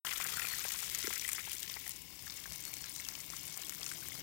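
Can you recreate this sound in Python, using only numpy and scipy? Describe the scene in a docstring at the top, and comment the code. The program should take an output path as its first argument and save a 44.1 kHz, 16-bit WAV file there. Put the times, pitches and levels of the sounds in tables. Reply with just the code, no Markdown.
"""Hose on a hanging carcass

Outdoors, close to the water: a jet spatters on wet hide as bursts of short damped sines, low and bright.
The nozzle goes in with two clear gulps and a faint echo, swelling low notes, and the splashing dies away.
Then water spills out of a hole and patters on the ground, again as damped sines.
The hose hisses throughout (filtered noise) over a low rumble; only the left channel carries sound."""
import sys
import numpy as np
from scipy import signal
from scipy.fft import rfft, irfft, next_fast_len
from scipy.io import wavfile
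from scipy.ndimage import map_coordinates

SR = 44100
rng = np.random.default_rng(int(sys.argv[2]) if len(sys.argv) > 2 else 0)


def store_pcm(level_fs):
    """Save levels as 16-bit WAV."""
    pcm = np.round(np.clip(level_fs, -1, 1) * 32767).astype(np.int16)
    wavfile.write(sys.argv[1], SR, np.atleast_2d(pcm).T)


N = 186177
TIME = np.arange(N) / SR

# All levels in dB are relative settings inside the mix, ahead of the doubling in scene().
# Outdoor rumble, spectrum. Each row: frequency in Hz, level in dB.
RUMBLE_SPECTRUM = [(20, -32), (35, -48), (50, -10), (70, -6.5), (100, -9.5), (150, -18), (300, -35.5)]
# Brief swells of the rumble. Each row: time in seconds, rise in dB.
RUMBLE_SWELLS = [(0.2, 3), (0.37, 6), (0.53, 6), (2.35, 5), (2.51, 12)]
# Water churning inside the body, spectrum. Each row: frequency in Hz, level in dB.
CHURN_SPECTRUM = [(80, -32), (125, -2.5), (165, -0.5), (225, -10), (310, -5), (420, -16), (700, -23.5),
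                  (1500, -70)]
# Broad hiss of the hose, spectrum. Each row: frequency in Hz, level in dB.
HISS_SPECTRUM = [(150, -3), (600, -8.5), (1050, 2), (1400, -22), (2200, 3.5), (4000, -0.5), (7000, -1),
                 (11000, -4), (15500, 4.5)]
# Resonances of hose and nozzle. Each row: frequency in Hz, width in Hz, level in dB.
NOZZLE_RESONANCES = [(2190, 41, 6.5), (2833, 144, 0.5), (3627, 45, 3), (4610, 130, -2), (5110, 250, 3)]
# Brief thin whistles. Each row: start in seconds, end in seconds, pitch in Hz, level in dB,
# waver as a share of the pitch.
WHISTLES = [(0.33, 0.85, 4400, -53, 0.028), (2.658, 3.07, 4368, -58.5, 0.008)]
# Air gulped as the nozzle goes in: two gulps and a faint echo.
# Each row: loudest moment in seconds, level in dB, pitch in Hz.
GULPS = [(1.0475, -41, 360), (1.0797, -40.5, 390), (1.093, -55, 370)]
# Single bubbles that ring in the wet. Each row: start in seconds, level in dB, pitch in Hz.
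LONE_BUBBLES = [(0.292, -40, 3400), (1.247, -37, 3120), (1.2493, -31.5, 1990), (1.84, -46, 2610),
                (2.192, -49.5, 2830), (2.2993, -38, 4330), (2.896, -36, 9500), (3.0522, -42, 3170),
                (3.1533, -44, 3100), (3.635, -41, 3920), (3.6345, -46, 2840), (3.8157, -43.5, 2620),
                (3.864, -42, 2620), (4.0247, -47, 1540), (4.12, -42.5, 2080)]
# Sputters of fine droplets, beside the nozzle and then on the ground.
# Each row: start in seconds, level in dB, pitch in Hz.
SPURTS = [(0.11, -40, 6450), (0.719, -29.5, 10570), (0.987, -30, 8800), (1.027, -35, 5500),
          (1.071, -47, 12000), (1.094, -36, 8100), (1.129, -37, 7200), (1.136, -31.5, 10900),
          (1.155, -38, 6800), (1.196, -35, 6450), (1.2786, -32, 8150), (1.2965, -35, 8800),
          (1.3169, -32, 8800), (1.3605, -36.5, 5950), (1.4962, -37, 7300), (1.5167, -33.5, 11900),
          (1.5318, -34, 9100), (1.583, -39, 6700), (1.629, -39, 7650), (1.698, -37.5, 5800),
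          (1.74, -39.5, 4800), (1.908, -39, 6600), (1.917, -39, 7500), (1.961, -40, 7960),
          (2.019, -39.5, 11000), (2.192, -44, 5170), (2.224, -42, 10000), (2.262, -40, 11200),
          (2.278, -44, 6000), (2.2982, -41.5, 5000), (2.361, -45, 7050), (2.369, -40.5, 8600),
          (2.439, -41, 5300), (2.533, -39.5, 7940), (2.559, -38.5, 7000), (2.6375, -39, 7300),
          (2.6785, -39, 7300), (2.768, -42, 7000), (2.841, -39.5, 5400), (2.9605, -37.5, 6040),
          (2.9812, -43, 7400), (3.004, -40, 6100), (3.049, -39.5, 6570), (3.1523, -39, 5140),
          (3.203, -39.5, 7200), (3.3015, -38.5, 6100), (3.366, -37, 6600), (3.433, -45.5, 6900),
          (3.453, -43, 7100), (3.479, -41, 6560), (3.6175, -38.5, 7500), (3.668, -39.5, 8400),
          (3.724, -38, 13400), (3.831, -38, 5400), (3.843, -39, 8100), (3.863, -33.5, 6400),
          (3.8795, -38, 9300), (3.89, -43, 5550), (3.9, -41.5, 6460), (3.9145, -38, 8400),
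          (4.0046, -40, 9000), (4.069, -41, 12000), (4.154, -42, 8300)]
# Soft thuds of water, on the hide and then on the ground.
# Each row: start in seconds, level in dB, pitch in Hz.
THUDS = [(0.049, -34.5, 1360), (0.07, -40, 1150), (0.201, -35.5, 1320), (0.37, -42.5, 1290),
         (0.445, -34, 1560), (0.65, -40.5, 710), (0.828, -38.5, 1310), (1.07, -38.5, 1400),
         (1.103, -40, 1090), (1.386, -40, 1410), (1.475, -44, 1050), (1.693, -47.5, 1120),
         (1.764, -44, 930), (1.868, -53, 734), (2.456, -46.5, 1100), (3.334, -43, 1260), (3.721, -58, 1090),
         (3.914, -57, 1180)]
# The loudest slaps that trap a pocket of air. Each row: start in seconds, level in dB, pitch in Hz.
SLAPS = [(0.0674, -29, 3170), (0.069, -32, 2000), (0.083, -56, 1720), (0.11, -29.5, 2550),
         (0.1144, -36, 2010), (0.116, -29, 3320), (0.1247, -34, 2000), (0.125, -34, 2880),
         (0.159, -29, 3340), (0.199, -37, 2030), (0.2117, -29.5, 2380), (0.213, -45, 1650),
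         (0.2479, -30.5, 1780), (0.284, -35, 2070), (0.3372, -42, 1310), (0.3702, -35, 1530),
         (0.381, -35, 1460), (0.394, -32.5, 2600), (0.3957, -30.5, 1900), (0.42, -30.5, 1820),
         (0.4184, -29, 2560), (0.45, -29, 2460), (0.519, -35, 1900), (0.535, -31, 1810),
         (0.606, -39.5, 1530), (0.641, -34, 2500), (0.652, -36, 1610), (0.704, -39, 2100),
         (0.948, -35, 1990), (1.041, -35, 1960), (1.052, -34.5, 2160), (1.07, -33, 2030),
         (1.105, -33, 2070), (1.127, -31, 2200), (1.1623, -35, 1960), (1.169, -33.5, 2450),
         (1.221, -35.5, 2240), (1.2461, -39, 3100), (1.2477, -43, 2110), (1.278, -38, 2050),
         (1.289, -28.5, 2220), (1.3174, -36, 2200), (1.331, -37, 2240), (1.3806, -30.5, 2090),
         (1.391, -34.5, 2220), (1.404, -41, 1920), (1.5173, -34.5, 2940), (1.629, -31, 3300),
         (1.697, -31.5, 3300), (1.712, -41, 2150), (1.84, -41, 2240), (1.7594, -44, 2120),
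         (1.768, -37, 1980), (1.863, -37, 1960), (2.2684, -42, 1680), (2.277, -42.5, 1770),
         (2.438, -41, 2590), (2.4555, -37.5, 1570), (2.7315, -38.5, 2300), (2.839, -42, 1680),
         (2.9976, -37.5, 2150), (3.1516, -36.5, 3110), (3.335, -43, 2020), (3.4765, -43.5, 2430),
         (3.5733, -51, 1710), (3.5825, -43, 2200), (3.722, -39, 2200), (3.829, -37.5, 3470),
         (3.8905, -36, 3300), (3.914, -35, 2070), (3.914, -34, 1570)]
# The heaviest drops. Each row: start in seconds, level in dB, pitch in Hz.
HEAVY_DROPS = [(0.109, -31, 6100), (0.134, -21, 7100), (0.3952, -25, 6500), (0.5931, -23.5, 6260),
               (0.683, -20, 6140), (0.6886, -20, 6300), (0.9473, -15.5, 6600), (1.005, -25, 5240),
               (1.037, -29, 5400), (1.0701, -22, 5300), (1.137, -24, 6800), (1.2895, -16.5, 8500),
               (1.3309, -14.5, 7800), (1.5507, -26, 9290), (1.629, -21.5, 7550), (1.79, -33, 11000),
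               (1.8775, -20.5, 9600), (1.893, -20, 10600), (2.5206, -27.5, 6400), (2.6513, -21, 7500),
               (2.7385, -21, 7150), (2.895, -31, 9260), (2.9622, -24, 6640), (3.0863, -19, 6170),
               (3.3634, -31, 6300), (3.4532, -29, 7330), (3.5737, -20.5, 8400), (3.6945, -19, 7400),
               (3.7478, -27, 6450), (4.0847, -26, 9500)]
# Fine patter on the ground, spectrum. Each row: frequency in Hz, level in dB.
GROUND_SPECTRUM = [(240, -48), (400, -11.5), (1160, -8.5), (1420, -9.5), (1560, -8), (1790, -5.5),
                   (2220, -0.5), (2840, -35), (3070, -2), (3870, -6.5), (6150, 1), (11400, -4), (15300, 1),
                   (16000, -18)]
# Fine spray on the hide, spectrum. Each row: frequency in Hz, level in dB.
HIDE_SPECTRUM = [(290, -13.5), (500, -14), (795, -25), (974, -20), (1600, -20), (1950, -1), (2500, -3.5),
                 (2730, -6), (3340, -0.5), (4090, -4.5), (7000, -2), (12100, -5.5), (15100, 0),
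                 (16000, -20)]

SOUND_ON_S = 0.0478  # silence before this
TOP_HZ = 15950  # band limit
# background: a rumble that swells briefly, and churning that grows as the body fills
RUMBLE_DB, SWELL_WIDTH_S = -65.5, 0.026
CHURN_DB, CHURN_FULL_DB = -67, -62.5
HISS_DB, NOZZLE_DB = -54.0, -61.5
WHISTLE_RISE_S, WHISTLE_FLUTTER_DB = .008, 5
# gulps: the pitch sags as the bubble swells; the rasp is the share of rough sloshing
GULP_WIDTH_S, GULP_SAG_PER_S, GULP_RASP = 0.0036, 39, 0.39
BUBBLE_CYCLES = 5.5  # decay time of a lone bubble in cycles
BUBBLE_GLIDE = 0.0045  # a bubble's rise in pitch over its decay time, as a share
# a slap's pop and splutter against its table level; spread of the splutter's pitches (log units)
POP_DB, SPLUTTER_DB, SPLUTTER_SPREAD = -4.5, -10.5, 0.22
FIZZ_DB, FIZZ_GROWS = -22.5, 0.71  # fragments of a 0 dB drop; dB gained per dB of the drop
# the flow of jet and spill is slightly uneven
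SURGE_DB, SURGES_PER_S = -0.07, 8.22
# the overflow starts to land, then grows with the flow
SPILL_S, SPILL_RISE_S = 1.985, 0.33
SPILL_DB, SPILL_GROWS_DB_PER_S = -53.5, 1.34
# slapping, soft low plashing, crisp ticks and ringing bubbles on the ground, against the fine patter
PUDDLE_DB, PLASH_DB, TICK_DB, TINKLE_DB = -13, -19.5, -13.5, -14
# the jet on the hide: steady spray until the nozzle seals, then it dies away and stops
SPRAY_DB, SEAL_S, SPRAY_FADE_DB_PER_S = -44, 1.027, 9
SPRAY_STOP_S = (1.9, 2.06)  # (start, end)
# its slapping weakens once the nozzle starts to close in
SLAP_DB, APPROACH_S, SLAP_FADE_DB_PER_S = -54, 0.68, 12.5
FROTH_DB = -6.5  # bubbles in the film on the hide, against the slapping
# broad splatter of the long jet, against the slapping; (start, end) of its fade as the nozzle closes in
SPLAT_DB, SPLAT_HZ, SPLAT_END_S = -9, 1334, (0.43, 1)
# the half-sealed jet sputters, and gurgles in the pocket around the nozzle
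SPUTTER_DB, SPUTTERS_PER_S = 1.9, 53
GURGLE_DB, GURGLE_HZ, GURGLE_FADE_DB_PER_S = -56.5, 2140, 13
GURGLE_RISE_S = (1.1, 1.26)  # (start, end)


def amp(db):
    """Decibels to gain."""
    return 10 ** (np.asarray(db) / 20)


def unit(x):
    """Scale to rms 1."""
    return x / np.sqrt(np.mean(x ** 2) + 1e-20)


def ramp(start, end):
    """Rises from 0 to 1 between two times; a step if they coincide."""
    return np.clip((TIME - start) / max(end - start, 1 / SR), 0, 1)


def since(start):
    """Seconds gone by since a moment, 0 before it."""
    return np.maximum(TIME - start, 0)


def wobble(rate):
    """A smooth random curve, rate knots a second."""
    return map_coordinates(rng.standard_normal(4096), [TIME * rate], mode="wrap")


def filtered(x, response):
    """x times a response of frequency, padded so that its end does not wrap round."""
    m = next_fast_len(N + SR // 2)
    return irfft(rfft(x, m) * response(np.fft.rfftfreq(m, 1 / SR)), m)[..., :N]


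def coloured(x, spectrum):
    """x shaped by (Hz, dB) points, at rms 1."""
    f, db = np.transpose(spectrum)
    return unit(filtered(x, lambda hz: amp(np.interp(np.log(hz + 1), np.log(f), db))))


def pings(starts, gains, hz, life, glide=0., size=160):
    """Damped sines laid out in time; life is the decay time in s, glide the rise in pitch per life."""
    t = np.arange(size) / SR
    age = t / life[:, None]
    shape = np.exp(-age) * (1 - np.exp(-5 * age)) / .58  # soft onset, peak near 1
    cycles = hz[:, None] * t * (1 + glide * age / 2)
    waves = gains[:, None] * shape * np.sin(2 * np.pi * cycles)
    where = (starts * SR).astype(int)[:, None] + np.arange(size)
    return np.bincount(where.ravel(), waves.ravel(), N)[:N]


def sizes(starts, size_db, clump_db):
    """Gains for many small drops and a few large ones, louder in clumps as the stream breaks up."""
    large = np.minimum(rng.exponential(size=len(starts)), 3)
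    clumps = unit(np.gradient(wobble(110)))
    return amp(size_db * large + clump_db * np.interp(starts, TIME, clumps))


def fragments(starts, gains, hz, scatter, spread, count):
    """Each drop breaks into pieces near its own pitch, weaker the later they land: (starts, gains, Hz)."""
    z = rng.standard_normal((len(starts), 3, count))
    late = (np.arange(count) + .5 + .5 * np.tanh(z[:, 0])) / count  # 0 to 1 over the scatter time
    pieces = gains[:, None] * np.sign(z[:, 1]) * np.exp(-2 * late)
    pitch = np.minimum(hz[:, None] * np.exp(spread * z[:, 2]), SR / 2)
    return (starts[:, None] + scatter * late).ravel(), pieces.ravel(), pitch.ravel()


def spray(spectrum, size_db, clump_db, scatter, count):
    """Droplets of all pitches, each a brief burst of ticks."""
    when, pitch = rng.random((2, count))
    starts = when * TIME[-1]
    drop_gains = sizes(starts, size_db, clump_db)
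    drop_hz = SR / 2 * (.01 + .8 * pitch)
    s, gains, hz = fragments(starts, drop_gains, drop_hz, scatter, spread=.2, count=8)
    life = .00008 * 4 ** rng.random(len(s))
    return coloured(pings(s, gains, hz, life, size=56), spectrum)


def slapping(pitch_hz, spread, size_db, count):
    """Blobs of water trap clusters of small air pockets that ring for a few cycles."""
    starts = rng.random(count) * TIME[-1]
    pitch = np.interp(starts, TIME, pitch_hz) * np.exp(spread * rng.standard_normal(count))
    blob_gains = sizes(starts, size_db, clump_db=4.0)
    s, gains, hz = fragments(starts, blob_gains, pitch, scatter=.008, spread=0.06, count=4)
    return unit(pings(s, gains * np.sqrt(hz), hz, 1.13 / hz, size=300))


def bubbling(pitch_hz, spread, cycles, count):
    """A swarm of single bubbles, each ringing at its own pitch."""
    starts = rng.random(count) * TIME[-1]
    hz = pitch_hz * np.exp(spread * rng.standard_normal(count))
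    gains = sizes(starts, size_db=6.5, clump_db=2.0)
    return unit(pings(starts, gains, hz, cycles / hz, glide=BUBBLE_GLIDE, size=600))


def ticking(pitch_hz, spread, cycles, range_db, count):
    """Lone droplets land, each one dry tick at its own pitch."""
    when, size = rng.random((2, count))
    hz = np.minimum(pitch_hz * np.exp(spread * rng.standard_normal(count)), SR / 3)
    return unit(pings(when * TIME[-1], amp(range_db * size), hz, cycles / hz))


def rumble():
    """Outdoor rumble: low filtered noise with a few brief swells."""
    swell_db = sum(db * np.exp(-((TIME - s) / SWELL_WIDTH_S) ** 2) for s, db in RUMBLE_SWELLS)
    return amp(RUMBLE_DB + swell_db) * coloured(rng.standard_normal(N), RUMBLE_SPECTRUM)


def churn():
    """Water churns as the body fills: low filtered noise that grows from the start of the spill."""
    churn_db = CHURN_DB + (CHURN_FULL_DB - CHURN_DB) * ramp(SPILL_S, TIME[-1])
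    return amp(churn_db) * coloured(rng.standard_normal(N), CHURN_SPECTRUM)


def shed(x, t60):
    """A short scatter off the timber and the ground nearby: decaying noise after a 3 ms gap."""
    t = np.arange(SR // 4) / SR
    tail = rng.standard_normal(len(t)) * amp(-60 * t / t60) * (t > .003)
    return signal.fftconvolve(x, tail / np.linalg.norm(tail))[:N]


def hose():
    """Water hisses through the nozzle: broad noise, and noise through parallel band-pass resonances."""
    def body(f):
        return sum(amp(db) * 1j * f * w / (c * c - f * f + 1j * f * w) for c, w, db in NOZZLE_RESONANCES)

    hiss = amp(HISS_DB) * coloured(rng.standard_normal(N), HISS_SPECTRUM)
    return hiss + amp(NOZZLE_DB) * unit(filtered(rng.standard_normal(N), body))


def whistles():
    """A thin high note starts at once and fades: airy the first time, nearly pure the second."""
    out = np.zeros(N)
    for start, end, hz, db, waver in WHISTLES:
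        phase = 2 * np.pi * np.cumsum(hz * (1 + waver * wobble(300))) / SR
        swell = ramp(start, start + WHISTLE_RISE_S) * (1 - ramp(start, end))
        out += amp(db + WHISTLE_FLUTTER_DB * wobble(40)) * swell * np.sin(phase)
    return out


def blips():
    """Lone bubbles ring with a nearly pure note that rises slightly."""
    s, db, hz = np.transpose(LONE_BUBBLES)
    return pings(s, amp(db), hz, BUBBLE_CYCLES / hz, glide=BUBBLE_GLIDE, size=1200)


def spurts():
    """Short sputters: a puff of fine droplets with no single crack."""
    s, db, hz = np.transpose(SPURTS)
    when, gains, pitch = fragments(s, amp(db), hz, scatter=0.005, spread=0.15, count=60)
    return pings(when, gains, pitch, 1.1 / pitch)


def thuds():
    """Thick blobs land dully and hardly ring."""
    s, db, hz = np.transpose(THUDS)
    when, gains, pitch = fragments(s, amp(db), hz, scatter=0.01007, spread=0.12, count=8)
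    return pings(when, gains, pitch, 1.1 / pitch, size=600)


def gulps():
    """Big bubbles swell and collapse within a few cycles as the nozzle enters, sagging and sloshing."""
    slosh = coloured(rng.standard_normal(N), [(120, -22), (250, 4), (520, -4), (800, -29)])
    out = np.zeros(N)
    for s, db, hz in GULPS:
        t = TIME - s
        note = np.sin(2 * np.pi * hz * t * (1 - GULP_SAG_PER_S * t / 2))
        tone = np.exp(-(t / GULP_WIDTH_S) ** 2) * note
        rasp = np.exp(-(t / GULP_WIDTH_S / 2) ** 2) * slosh / 2  # half as long as the note
        out += amp(db) * (tone + GULP_RASP * rasp)
    return out


def big_slaps():
    """Larger air pockets pop under the water, each with a splutter of smaller ones."""
    s, db, hz = np.transpose(SLAPS)
    pops = pings(s + 0.00096, amp(db + POP_DB), hz, 3.8 / hz, glide=0.0018, size=1000)
    when, gains, pitch = fragments(s + 0.001005, amp(db + SPLUTTER_DB), hz, scatter=0.008,
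                                   spread=SPLUTTER_SPREAD, count=20)
    return pops + pings(when, gains, pitch, 1.9 / pitch, size=600)


def big_drops():
    """Single heavy drops crack, a low tick and a bright one together, and their fragments fizz."""
    s, db, hz = np.transpose(HEAVY_DROPS)
    low_ticks = pings(s + .0012, amp(db - 3), hz, 1.2 / hz)
    bright_ticks = pings(s + .0013, amp(db - 5.5), hz / 2 + 9000, .9 / hz)
    fizz_gains = amp(FIZZ_DB + FIZZ_GROWS * db)
    when, gains, pitch = fragments(s + .0008, fizz_gains, hz, scatter=0.0045, spread=0.14, count=44)
    return low_ticks + bright_ticks + pings(when, gains, pitch, .8 / pitch)


def spill():
    """The overflow falls to the ground and breaks into drops, louder as the stream thickens."""
    flow_db = SPILL_DB + SPILL_GROWS_DB_PER_S * since(SPILL_S) + SURGE_DB * wobble(SURGES_PER_S)
    fine = spray(GROUND_SPECTRUM, size_db=3.0, clump_db=1.7, scatter=.0025, count=3600)
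    wet = amp(PUDDLE_DB) * slapping(np.full(N, 2800), spread=0.32, size_db=1.5, count=600)
    plash = amp(PLASH_DB) * slapping(np.full(N, 1000), spread=0.38, size_db=1.0, count=300)
    ticks = amp(TICK_DB) * ticking(4300, spread=0.44, cycles=1.9, range_db=3, count=330)
    tinkle = amp(TINKLE_DB) * bubbling(4780, spread=0.39, cycles=14.0, count=500)
    patter = fine + wet + plash + tinkle + ticks
    return amp(flow_db) * patter * ramp(SPILL_S, SPILL_S + SPILL_RISE_S)


def jet():
    """The jet spatters on the hide until the nozzle is buried; the air pockets shrink as it closes in."""
    spray_db = SPRAY_DB - SPRAY_FADE_DB_PER_S * since(SEAL_S) + SURGE_DB * wobble(SURGES_PER_S)
    sputter = unit(amp(SPUTTER_DB * ramp(*GURGLE_RISE_S) * np.tanh(wobble(SPUTTERS_PER_S))))
    fine = spray(HIDE_SPECTRUM, size_db=2.5, clump_db=2.18, scatter=.0042, count=7000)
    slap_db = SLAP_DB - SLAP_FADE_DB_PER_S * since(APPROACH_S)
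    pocket_hz = 1900 + 500 * ramp(APPROACH_S, APPROACH_S)  # smaller pockets ring higher: one step up
    slaps = slapping(pocket_hz, spread=0.22, size_db=0.5, count=2400)
    froth = amp(FROTH_DB) * bubbling(1800, spread=0.258, cycles=3.7, count=2200)
    splat = amp(SPLAT_DB) * bubbling(SPLAT_HZ, spread=0.13, cycles=2.3, count=1100)
    splat *= 1 - ramp(*SPLAT_END_S)
    gurgle_db = GURGLE_DB - GURGLE_FADE_DB_PER_S * since(SEAL_S)
    gurgle = amp(gurgle_db) * bubbling(GURGLE_HZ, spread=0.17, cycles=3.4, count=1300)
    gurgle *= ramp(*GURGLE_RISE_S)
    spatter = amp(spray_db) * sputter * fine + amp(slap_db) * (slaps + froth + splat) + gurgle
    return spatter * (1 - ramp(*SPRAY_STOP_S))


def scene():
    """All the water, close by, on the left channel alone."""
    # drops, sputters, slaps and lone bubbles carry almost no bass
    drops = big_drops() + spurts() + big_slaps() + blips()
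    drops = filtered(drops, lambda hz: hz ** 2 / (hz ** 2 + 550 ** 2))
    water = jet() + spill() + drops + thuds() + gulps()
    scatter = amp(-13.5) * shed(water, t60=0.041)
    sound = water + scatter + hose() + whistles() + rumble() + churn()
    sound *= ramp(SOUND_ON_S, SOUND_ON_S + 0.002)
    return np.array([2 * sound, np.zeros(N)])


def record(dry):
    """The microphone channel passes nothing above its band limit."""
    return filtered(dry, lambda hz: hz < TOP_HZ)


dry = scene()
out = record(dry)
store_pcm(out)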